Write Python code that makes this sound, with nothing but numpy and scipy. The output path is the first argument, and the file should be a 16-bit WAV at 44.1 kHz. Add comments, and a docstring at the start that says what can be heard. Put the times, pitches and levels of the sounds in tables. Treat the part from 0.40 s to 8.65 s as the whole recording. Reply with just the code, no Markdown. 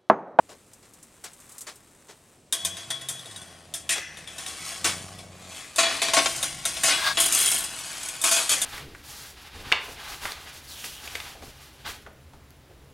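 """An outdoor animal pen, the microphone close to its chain-link fence. Dry leaves crackle under a few
steps; a long metal pole clanks on the mesh and drags a steel bowl along it, a little to the left.
Straight ahead a caged animal growls, low and faint. Then the bowl crashes and chatters against the
fence, squeals on its rim and scrapes over wires that snap free. The force of each blow sets how
strongly bowl, links, wires and panel answer; the drag sets the scraping."""
import sys
import numpy as np
from scipy import signal
from scipy.fft import rfft, irfft, next_fast_len
from scipy.io import wavfile
from scipy.ndimage import uniform_filter1d

SR = 44100
rng = np.random.default_rng(int(sys.argv[2]) if len(sys.argv) > 2 else 0)


def file_out(sig):
    """Save sig as 16-bit WAV at sys.argv[1]."""
    # one column per channel
    cols = np.atleast_2d(sig).T
    # limit, then scale
    lim = np.clip(cols, -1, 1)
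    pcm = np.round(lim * 32767).astype(np.int16)
    wavfile.write(sys.argv[1], SR, pcm)


N = 363825


def amp(db):
    """Decibels to gain."""
    return 10 ** (np.asarray(db) / 20)


def unit(x):
    """Scale to rms 1."""
    return x / np.sqrt(np.mean(x ** 2) + 1e-20)


def normed(x):
    """Scale to energy 1."""
    return x / (np.linalg.norm(x) + 1e-20)


def along(points, hz):
    """Read (frequency, value) points on a log axis."""
    freqs, values = np.transpose(points)
    return np.interp(np.log(hz + 1), np.log(freqs + 1), values)


def curves(rows):
    """One value per sample for each column after the time."""
    times, *columns = np.transpose(rows)
    return np.array([np.interp(np.arange(N) / SR, times, column) for column in columns])


def during(rows):
    """1 while a curve lasts, with 20 ms edges."""
    t = np.arange(N) / SR
    return np.clip(np.minimum(t - rows[0][0], rows[-1][0] - t) / .02 + 1, 0, 1)


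def level(rows):
    """The gain of a (time, level) curve, silent outside it."""
    return amp(curves(rows)[0]) * during(rows)


def wobble(rate):
    """A smooth random curve, rate knots a second."""
    knots = rng.standard_normal(SR // 2)
    return signal.resample(knots[:int(rate * N / SR) + 2], N)


def grainy(rate, depth_db):
    """A gain of mean power 1 that comes in tiny bursts, like many small contacts."""
    return unit(amp(depth_db * np.tanh(wobble(rate) / 2) * 2.5))


def fading(t60, hold=0):
    """One second of envelope: level for hold seconds, then dying away."""
    return amp(-60 * np.maximum(np.arange(SR) / SR - hold, 0) / t60)


def tone(hz):
    """One second of a sine at a chance phase."""
    return np.sin(2 * np.pi * (hz * np.arange(SR) / SR + rng.random()))


def add(track, s, sound):
    """Mix a sound into a track at s seconds."""
    room = track[..., round(s * SR):][..., :sound.shape[-1]]
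    room += sound[..., :room.shape[-1]]


def filtered(x, response):
    """x through a complex response of frequency."""
    size = next_fast_len(N + SR // 2)
    return irfft(rfft(x, size) * response(np.fft.rfftfreq(size, 1 / SR)), size)[..., :N]


def noise(spectrum):
    """Coloured noise of rms 1."""
    return unit(filtered(rng.standard_normal(N), lambda hz: amp(along(spectrum, hz))))


def causal(spectrum, size=2048):
    """The shortest causal pulse with a given spectrum."""
    cepstrum = irfft(np.log(amp(along(spectrum, np.fft.rfftfreq(size, 1 / SR)))))
    cepstrum[1:size // 2] *= 2
    cepstrum[size // 2 + 1:] = 0
    return irfft(np.exp(rfft(cepstrum)))


# Open air at the pen: (frequency [Hz], density [dB])
AIR_SPECTRUM = [(12, -36), (20, -8), (101, 2), (255, 0.5), (558, -3.5), (1440, -17), (2750, -14.5),
                (3160, -17), (6910, -18), (7730, -14), (9400, -19), (14300, -35), (16000, -30)]

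def air(level_db=-58.5):
    """Quiet outdoor air, a steady bed of noise."""
    return amp(level_db) * noise(AIR_SPECTRUM)


# Leaves stirring near the microphone: (time [s], relative level [dB])
RUSTLE = [(0.0, -53.5), (0.9, -48.5), (1.15, -42.5), (1.39, -49), (1.95, -51.5), (2.1, -67)]
# Their colour: (frequency [Hz], density [dB])
LEAF_SPECTRUM = [(590, 0), (1000, 10), (1570, 7), (3230, 0.5), (3670, 3.5), (4520, -2.5), (8360, 8.5),
                 (16000, -9)]

def rustle():
    """Dry leaves rustle faintly in many tiny contacts."""
    return amp(-10) * level(RUSTLE) * noise(LEAF_SPECTRUM) * grainy(rate=1200, depth_db=4)


# Steps and soft knocks in the litter: (time [s], relative thud [dB], relative crunch [dB])
STEPS = [(0.091, -47, -44.5), (0.428, -65, -53), (0.838, -55, -38.5), (1.267, -52.5, -35.5),
         (1.684, -55.5, -45.5), (2.85, -51, -51), (3.556, -45.5, -30.5)]
# The ground underfoot: (frequency [Hz], density [dB])
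THUD_SPECTRUM = [(60, -38), (200, -25), (400, -4.5), (650, -11.5), (1100, -14.5), (2500, -39)]
# Crushed leaves: (frequency [Hz], density [dB])
CRUNCH_SPECTRUM = [(350, -28), (600, 5), (1450, 3), (2150, 4), (2910, 0.5), (3160, 2.5), (8050, 1),
                   (16000, -23)]

def steps(press_s=0.027):
    """Each foot presses briefly, thudding on the ground and crunching the leaves."""
    thud, crunch = np.zeros((2, N))
    press = (1 - fading(0.0074)) * fading(0.15, press_s)
    for s, thud_db, crunch_db in STEPS:
        add(thud, s, amp(thud_db) * press)
        add(crunch, s, amp(crunch_db - 3.5) * press)
    return thud * noise(THUD_SPECTRUM) + crunch * noise(CRUNCH_SPECTRUM) * grainy(rate=840, depth_db=2)


# Single cracks in the litter, close by: (time [s], relative level [dB])
TWIGS = [(0.333, -29.5), (0.5363, -31), (0.628, -27.5), (0.841, -19.5), (0.933, -29.5), (1.002, -31),
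         (1.094, -29), (1.119, -27), (1.1814, -20), (1.1874, -35), (1.2078, -20), (1.214, -20),
         (1.357, -30.5)]

def twigs(band_hz=(6847.5, 9322.5), t60=0.086):
    """Dry leaves and twigs crack in short, high bursts."""
    out = np.zeros(N)
    band = signal.butter(1, band_hz, "band", fs=SR)
    for s, db in TWIGS:
        crack = signal.lfilter(*band, rng.standard_normal(SR) * fading(t60))
        add(out, s, amp(db + 8) * normed(crack))
    return out


# The pole strikes the mesh, close to the microphone:
# (time [s], force [dB], brightness over force [dB], song of the pole [dB], t60 [s])
CLANKS = [(2.125, -25.5, 7, -31, 0.12), (2.249, -28.5, 7.5, -34.5, 0.16), (2.369, -35.5, -1, -42.5, 0.4),
          (2.504, -26.5, -0.5, -31.5, 0.14), (2.613, -39.5, 1, -59, 0.11), (2.687, -35.5, 9.5, -38, 0.25),
          (3.339, -35.5, 8.5, -44, 0.23), (3.771, -37.5, -3, -67, 0.23), (3.874, -40.5, -0.5, -42.5, 0.42),
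          (3.982, -36.5, 2.5, -50, 0.39), (4.063, -35.5, 2.5, -44, 0.54), (4.787, -43.5, 0.5, -65, 0.26),
          (5.36, -34.5, 7, -58, 0.46), (5.618, -18.5, -3, -47, 0.31), (5.684, -20, -10.5, -56, 0.17),
          (6.028, -26.5, 5, -40, 0.24), (6.253, -27, 5.5, -38, 0.27), (6.369, -28.5, -3, -42, 0.12),
          (7.387, -56, 16.5, -58, 0.11), (7.815, -40, 13, -52, 0.37), (8.217, -28.5, 8, -42, 0.17)]

def clank_power(weight_db=-7):
    """Contact power in the bowl, mesh and wire bands: a clank rattles out, weakly in the bowl."""
    power = np.zeros((3, N))
    for s, db, bright_db, _, t60 in CLANKS:
        bands = amp([db + weight_db, db, db + bright_db])
        add(power, s, np.outer(bands, amp(-4) * fading(t60)) ** 2)
    return power


def links(force, ring_db=-11, t60=0.096, count=90, size=4096):
    """The contact moves on: about every tenth of a second new links jangle at their own pitches."""
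    out = force.copy()
    decay = fading(t60)[:2 * size]
    for start in range(0, N, size):
        notes = np.zeros(size + 1, complex)
        phases = np.exp(2j * np.pi * rng.random(count))
        notes[rng.integers(size // 20, size // 2, count)] = phases  # 1.1 to 11 kHz
        jangle = amp(ring_db) * normed(irfft(notes) * decay)
        add(out, start / SR, signal.fftconvolve(force[:, start:start + size], jangle[None], axes=1))
    return out / np.sqrt(1 + amp(ring_db) ** 2)


# The fence's own modes: (frequency [Hz], energy over the bare contact [dB], t60 [s])
FENCE_MODES = [(293, -25, 0.04), (667.6, -20, 0.089), (755, -25, 0.092), (1092, -21, 0.04),
               (3157, -28.5, 0.58), (3370, -21, 0.095), (6930, -31, 0.053), (8000, -29, 0.067),
               (8880, -20, 0.07), (9430, -23.5, 0.1)]
# Metal touching metal, at close range: (frequency [Hz], density [dB])
CONTACT_SPECTRUM = [(100, -31), (250, -8), (450, -6.5), (700, -3.5), (1100, -2), (2000, 2), (3500, 0.5),
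                    (5000, -0.5), (7000, 0), (9300, 0.5), (11000, -8), (13500, -18), (16000, -32)]

def fence_response(jangle_db=-7.5, jangle_t60=0.031, shimmer_db=-8, shimmer_t60=0.39):
    """One contact: a click, the main modes, the jangle of nearby links, the shimmer of the panel."""
    t = np.arange(SR) / SR
    ring = sum(amp(db) * normed(np.cos(2 * np.pi * hz * t) * fading(t60)) for hz, db, t60 in FENCE_MODES)
    ring += amp(jangle_db) * normed(rng.standard_normal(SR) * fading(jangle_t60))
    ring += amp(shimmer_db) * normed(rng.standard_normal(SR) * fading(shimmer_t60))
    ring[0] += 1  # the click
    return signal.fftconvolve(ring, causal(CONTACT_SPECTRUM))


# The bands of bowl, mesh and wires: (low edge [Hz], high edge [Hz])
BAND_EDGES = [(60, 1400), (1400, 5500), (5500, 17000)]

def fence(size=36000):
    """Blows and scraping are showers of tiny contacts; each stretch of mesh rings anew."""
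    blows = clank_power() + tap_power() + crash_power() + wire_power(SNAPS)
    power = blows * grainy(rate=700, depth_db=1.5) ** 2 + scrape_power()
    force = links(np.sqrt(power) * rng.standard_normal((3, N)))
    filters = [signal.butter(3, edges, "band", fs=SR, output="sos") for edges in BAND_EDGES]
    out = np.zeros(N)
    for start in range(0, N, size):
        response = fence_response()[:size]
        bands = np.array([normed(signal.sosfilt(sos, response)) for sos in filters])
        add(out, start / SR, signal.fftconvolve(force[:, start:start + size], bands, axes=1).sum(0))
    return out


# The long tube's modes, the lowest two beating: (frequency [Hz], relative level [dB])
POLE_MODES = [(3367, 2.5), (3376, 1), (3779, -10), (6115, -15), (8856, -65)]

def pole(free_t60=1.02, pressed_t60=0.45, tap_db=-11):
    """Blows feed the tube's song; it rings long only when it rebounds freely from a clean clank."""
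    power, t = np.zeros(N), np.arange(N) / SR
    release = np.minimum(1, 8 - 8 * np.arange(SR) / SR)
    for s, _, _, song_db, _ in CLANKS:
        t60 = np.interp(song_db, [-48, -36], [pressed_t60, free_t60])
        add(power, s, (amp(song_db) * fading(t60) * release) ** 2)
    pressed = [(s, song_db) for s, *_, song_db, _, _ in CRASHES] + [(s, db + tap_db) for s, db in TAPS]
    for s, song_db in pressed:
        add(power, s, (amp(song_db) * fading(pressed_t60)) ** 2)
    song = sum(amp(db) * np.sin(2 * np.pi * hz * t + .25 * wobble(8)) for hz, db in POLE_MODES)
    return amp(-7) * np.sqrt(power) * song


def clinks(low_hz=3660, high_hz=9600, bright_share=0.79, crash_db=-7):
    """A loose link hits the pole and rings briefly on two bending modes, each split by its kink."""
    out = np.zeros(N)
    throws = [(s, db + bright_share * bright_db) for s, db, bright_db, *_ in CLANKS]
    throws += [(s, db + bright_share * bright_db + crash_db) for s, db, bright_db, *_ in CRASHES]
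    for s, db in throws + list(TAPS):
        hz = low_hz * (1 + .0202 * rng.standard_normal())  # no two links are alike
        low = tone(hz) + tone(hz * .965) / 2
        high = sum(tone(high_hz * (1 + .035 * rng.standard_normal())) for _ in range(4)) / 2
        add(out, s, amp(db) * (low * fading(0.06) + amp(-5) * high * fading(0.083)))
    return out


# The steel bowl's modes: (frequency [Hz], relative level [dB], t60 [s])
BOWL_MODES = [(337.3, -14.5, 0.7), (669.6, 2.5, 0.31), (1089, -1, 0.2), (1470, -45, 0.09),
              (1573, -16, 0.57), (2430, -18, 0.45)]

def bowl(choke=0.56, loose_db=-36, clank_db=-19.5):
    """The bowl clangs anew with every blow; a hard one pins the rim and chokes the lowest mode."""
    out = np.zeros(N)
    blows = [(s, db + clank_db) for s, db, *_ in CLANKS]
    blows += [(s, clang_db) for s, _, _, _, clang_db, *_ in CRASHES]
    attack = 1 - fading(.015)
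    for s, clang_db in blows:
        modes = [amp(db + rng.normal(0, 2)) * tone(hz) * fading(t60) for hz, db, t60 in BOWL_MODES]
        modes[0] *= amp(-choke * (clang_db - loose_db))
        add(out, s, amp(clang_db + 1.5) * attack * sum(modes))
    return out


def cluster(events, low_hz, high_hz, t60, gain_db, count):
    """Each event sets a fresh handful of crowded modes ringing; some die sooner than others."""
    out, t = np.zeros(N), np.arange(SR // 5) / SR
    for s, db in events:
        place, phase, life = rng.random((3, count, 1))
        hz = low_hz * (high_hz / low_hz) ** place
        modes = np.sin(2 * np.pi * (hz * t + phase)) * amp(-60 * t / (t60 * (.5 + life)))
        add(out, s, amp(db + gain_db) * modes.sum(0) / np.sqrt(count / 2))
    return out


def knocks():
    """A clank pings the pole's end; a crash knocks the bowl's wall and twangs the wires."""
    clangs = [(s, clang_db) for s, _, _, _, clang_db, *_ in CRASHES]
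    forces = [(s, db) for s, db, *_ in CRASHES]
    songs = [(s, song_db) for s, _, _, song_db, _ in CLANKS]
    wall = cluster(clangs, low_hz=827, high_hz=3240, t60=0.07, gain_db=2, count=20)
    wires = cluster(forces, low_hz=6340, high_hz=7650, t60=0.1, gain_db=-8, count=14)
    pole_end = cluster(songs, low_hz=3126, high_hz=3510, t60=0.28, gain_db=-1, count=6)
    return wall + wires + pole_end


def ticks(snap_db=-5, snap_t60=0.027, blow_db=-9, blow_t60=0.11, bright_share=1.7):
    """A glancing blow opens with a bright tick; a wire leaving the rim gives a shorter one."""
    envelope = np.zeros(N)
    for s, db, bright_db, *_ in list(CLANKS) + list(CRASHES):
        add(envelope, s, amp(db + bright_share * bright_db + blow_db) * fading(blow_t60))
    for s, db in SNAPS:
        add(envelope, s, amp(db + snap_db) * fading(snap_t60))
    return envelope * noise([(3000, -20), (7000, 2), (10500, 4), (13000, -5.5), (16000, -21)])


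# How hard the metal drags over the mesh: (time [s], force [dB])
DRAG = [(2.15, -37), (2.2, -45), (2.45, -50.5), (2.95, -48), (3.3, -57.5), (3.87, -52.5), (4.0, -44.5),
        (4.19, -42), (4.29, -35), (4.42, -43), (4.6, -42.5), (4.88, -55.5), (5.08, -47), (5.16, -40.5),
        (5.34, -49), (5.55, -36), (5.7, -45), (5.84, -29.5), (6.2, -42), (6.46, -33), (6.75, -39),
        (6.9, -29.5), (6.98, -25.5), (7.3, -38.5), (7.65, -37), (7.8, -39.5), (8.25, -33)]

def scrape_power(catches_per_s=16, catch_db=-1, catch_t60=0.044, reference_db=-40):
    """Contact power of sliding metal: a harder drag is louder and brighter; it catches at random."""
    drag_db = curves(DRAG)[0] - reference_db
    bands = amp([-49 + 0.67 * drag_db, -43 + 0.9 * drag_db, -43 + 1.13 * drag_db])  # bowl, mesh, wires
    sliding = during(DRAG) * grainy(rate=410, depth_db=2)
    catches = (rng.random(N) < catches_per_s / SR) * amp(catch_db + 2.9 * rng.standard_normal(N)) ** 2
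    jolts = np.abs(signal.fftconvolve(catches, fading(catch_t60) ** 2)[:N])
    return (bands * sliding) ** 2 * (1 + jolts)


# Thin wires under a hard pull: (frequency [Hz], density [dB])
SIZZLE_SPECTRUM = [(6000, -19), (9500, -16), (11500, 3), (13500, -7), (16000, -13)]

def sizzle(drag_db=-19, screech_db=-8):
    """The finest wires sizzle while the metal slides, most during the screeching pulls."""
    pull = amp(drag_db) * level(DRAG) + amp(screech_db) * level(SCREECH)
    return pull * noise(SIZZLE_SPECTRUM) * grainy(rate=820, depth_db=10)


# The caged animal, faint and straight ahead: (time [s], pitch [Hz], relative level [dB])
GROWL = [(2.25, 88.6, -51.5), (2.42, 97.1, -60), (2.52, 132.8, -58), (2.8, 131, -58), (3.0, 87.4, -57),
         (3.55, 77.23, -58.5), (4.2, 79, -57), (4.38, 88.15, -60), (4.47, 88.43, -45), (4.72, 95, -52),
         (5.08, 89.2, -55), (5.15, 88, -54)]
# The resonances of its throat: (frequency [Hz], gain [dB])
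THROAT_RESPONSE = [(40, -32.5), (90, -1.5), (170, -0.5), (270, -15), (450, -17.5), (720, -11.5),
                   (1000, -25.5), (2500, -50)]

def growl(jitter=0.0098, rasp_db=1, throat_db=3):
    """Slow, uneven pulses of the throat over a deep chest tone; a rasp rides on each pulse."""
    pitch_hz, db = curves(GROWL)
    cycles = np.cumsum(pitch_hz * (1 + jitter * wobble(30))) / SR
    pulses = np.diff(np.floor(cycles), prepend=0) * amp(2.5 * wobble(60))
    rasp = noise([(100, -25), (300, 0), (3000, 0), (6000, -20)]) * np.exp(-3 * (cycles % 1))
    voice = unit(pulses - pulses.mean()) + amp(rasp_db) * unit(rasp)
    throat = signal.fftconvolve(voice, causal(THROAT_RESPONSE))[:N]
    chest = np.cos(2 * np.pi * cycles) * amp(1.5 * wobble(10))
    fade = uniform_filter1d(during(GROWL), SR // 8)
    return fade * amp(db) * (amp(throat_db) * unit(throat) + chest)


# A loose link swings on and taps the pole: (time [s], force [dB])
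TAPS = [(2.794, -38), (2.858, -38), (2.912, -40.5), (2.961, -34), (3.016, -38.5)]

def tap_power(scuff_db=0.5):
    """Contact power of the tapping link as it scuffs the wires."""
    return wire_power([(s, db + scuff_db) for s, db in TAPS])


# The bowl hits the fence, close to the microphone: (time [s], force [dB], brightness over force [dB],
# weight over force [dB], clang of the bowl [dB], song of the pole [dB], chatter [s], t60 [s])
CRASHES = [(3.492, -22.5, 1, -19, -43, -25.5, 0.041, 0.08), (4.444, -20, -0.5, -5, -61, -51, 0.015, 0.31),
           (5.383, -16, -4, -9.5, -24, -41, 0.02, 0.24), (5.43, -19.5, -22, -7, -32.5, -30, 0.005, 0.77),
           (5.735, -19, -0.5, -8.5, -24.5, -38, 0.0087, 0.35),
           (5.768, -17, -5.5, -1, -25.5, -35, 0.023, 0.17), (5.859, -16, -13, -7.5, -35, -46, 0.004, .035),
           (6.435, -20, 3.5, -9.5, -32.5, -44, 0.038, 0.32),
           (6.482, -18.5, -13, -9, -38.5, -22.5, 0.04, 0.35),
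           (6.771, -19.5, -15, -10, -30.5, -28, 0.0051, 0.4), (6.802, -32, 13.5, -16, -37, -26, .018, 0.16),
           (6.924, -31, 12, -20, -51, -28, 0.007, 0.21), (7.839, -21.5, 3.5, -9, -31, -26, 0.048, 0.21),
           (7.913, -22, 5.5, -10, -35, -32, 0.037, .19), (7.965, -23, 1.5, -7, -43.5, -37, 0.032, 0.32),
           (8.093, -21.5, 3, -14, -64, -45, 0.022, .11), (8.115, -24, 4, -5.5, -57, -54, 0.023, 0.2)]

def crash_power():
    """Contact power of the crashing bowl: it opens with a spike, chatters and dies away."""
    power = np.zeros((3, N))
    for s, db, bright_db, weight_db, _, _, chatter_s, t60 in CRASHES:
        bands = amp([db + weight_db, db, db + bright_db])
        envelope = amp(-5) * fading(t60, chatter_s) + amp(-15.5) * fading(0.057)
        add(power, s, np.outer(bands, envelope) ** 2)
    return power


def thumps(gain_db=-13, t60=0.15):
    """The weight behind a crash thumps the post."""
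    envelope = np.zeros(N)
    for s, db, _, weight_db, *_ in CRASHES:
        add(envelope, s, amp(db + weight_db + gain_db) * fading(t60))
    return envelope * noise([(70, -25), (140, -3), (260, 0.5), (480, -0.5), (700, 1), (1500, -45)])


# The fence panel swaying, a low rumble: (frequency [Hz], density [dB])
RUMBLE_SPECTRUM = [(15, -17), (45, -0.5), (90, -2.5), (150, -1), (300, -11), (1000, -70)]

def panel_sway(gain_db=-35, t60=7.0, rise_s=0.16):
    """The fence panel sways after each crash: a low rumble swells just after it and slowly fades."""
    power, t = np.zeros(N), np.arange(N) / SR
    swell = (1 - np.exp(-t / rise_s)) * amp(-60 * t / t60)
    for s, db, *_ in CRASHES:
        add(power, s, (amp(db + gain_db) * swell) ** 2)
    return np.sqrt(power) * noise(RUMBLE_SPECTRUM)


def judder(modes, depth_db):
    """Metal sticks and slips on metal and drives a few resonances; rms 1."""
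    def body(hz):
        return sum((-1) ** k * amp(db) * 1j * hz * width / (centre ** 2 - hz ** 2 + 1j * hz * width)
                   for k, (centre, width, db) in enumerate(modes))
    slips = rng.standard_normal(N) * grainy(rate=420, depth_db=depth_db)
    return unit(filtered(slips, body))


# Resonances of the slack mesh: (frequency [Hz], width [Hz], relative level [dB])
BUZZ_MODES = [(1714, 340, -2.5), (2030, 90, 3.5), (2560, 210, -1), (5914, 410, -6)]

def buzz(gain_db=-32, t60=1):
    """The slack mesh buzzes on after the first crash."""
    envelope = np.zeros(N)
    add(envelope, CRASHES[0][0], amp(gain_db) * fading(t60) * (1 - fading(0.06)))
    return envelope * judder(BUZZ_MODES, depth_db=0)


# Wires snap off the bowl's rim: (time [s], force [dB])
SNAPS = [(5.93, -33), (5.963, -26.5), (6.86, -18.5), (6.949, -13), (7.011, -15), (7.06, -15), (7.099, -26),
         (7.116, -16.5), (7.144, -20), (7.186, -25), (7.24, -23.5), (7.632, -27), (7.659, -29),
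         (7.687, -26)]

def wire_power(events, bowl_db=-15, mesh_db=-13.5):
    """Contact power of snapped or scuffed wires: a hard spike and a tail, mostly in the wire band."""
    power = np.zeros((3, N))
    envelope = amp(-7) * fading(0.015) + amp(-8) * fading(0.16)
    for s, db in events:
        add(power, s, np.outer(amp([db + bowl_db, db + mesh_db, db]), envelope) ** 2)
    return power


# One short squeal of the rim: (time [s], relative level [dB])
SQUEAL = [(6.58, -42.5), (6.676, -28), (6.732, -39), (6.75, -66)]
# The rim's resonances: (frequency [Hz], width [Hz], relative level [dB])
RIM_MODES = [(622, 15, -2), (1120, 260, -4), (1633, 23, 9), (2100, 270, -6), (3600, 530, -4),
             (4650, 1500, -8.5)]

def squeal(gain_db=7):
    """The bowl's rim sticks and slips on the fence."""
    return amp(gain_db) * level(SQUEAL) * judder(RIM_MODES, depth_db=0.5)


# Two hard pulls across the wires: (time [s], relative level [dB])
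SCREECH = [(6.79, -30), (6.87, -26), (6.92, -57), (6.97, -26), (7.14, -29.5), (7.25, -40)]
# The wires' resonances: (frequency [Hz], width [Hz], relative level [dB])
SCREECH_MODES = [(2170, 81, -3), (3230, 240, 2.5), (9050, 700, 3), (10340, 600, -3)]

def screech(gain_db=2.5):
    """The wires screech as the bowl judders roughly across them."""
    return amp(gain_db) * level(SCREECH) * judder(SCREECH_MODES, depth_db=4)


# Scatter from posts and pen walls: (frequency [Hz], level over the direct sound [dB])
SCATTER = [(60, -30), (250, -20), (1000, -14.5), (4000, -14.5), (8000, -17), (12000, -23)]

def yard(direct, t60=0.014):
    """Posts and walls scatter a short answer between left and right; it shifts at random."""
    echoes = [normed(rng.standard_normal(SR) * fading(t60)) for _ in range(2)]
    first, second = [signal.fftconvolve(direct, echo)[:N] for echo in echoes]
    turn = np.pi * wobble(9)
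    side = filtered(np.cos(turn) * first + np.sin(turn) * second, lambda hz: amp(along(SCATTER, hz)))
    return np.array([direct + side, direct - side])


# Where the close sounds sit at the microphone: (frequency [Hz], left minus right [dB])
LEFT_BIAS = [(250, 0), (550, 2.2), (1000, 2.9), (2500, 2.8), (4500, 2.1), (8000, 1.1), (12000, 0)]

def scene():
    """Fence and leaves are close, a little to the left; growl, rumble and air sit in the centre."""
    blows = fence() + thumps() + sizzle() + knocks() + ticks() + bowl() + pole() + clinks()
    friction = squeal() + buzz() + screech()
    litter = twigs() + rustle() + steps()
    near = yard(blows + friction + litter)
    near = filtered(near, lambda hz: amp(np.outer([.5, -.5], along(LEFT_BIAS, hz))))
    return near + yard(growl() + panel_sway() + air())


def record(dry, top_hz=15900):
    """The microphone passes nothing above its band limit."""
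    return filtered(dry, lambda hz: hz < top_hz)


dry = scene()
out = record(dry)
file_out(out)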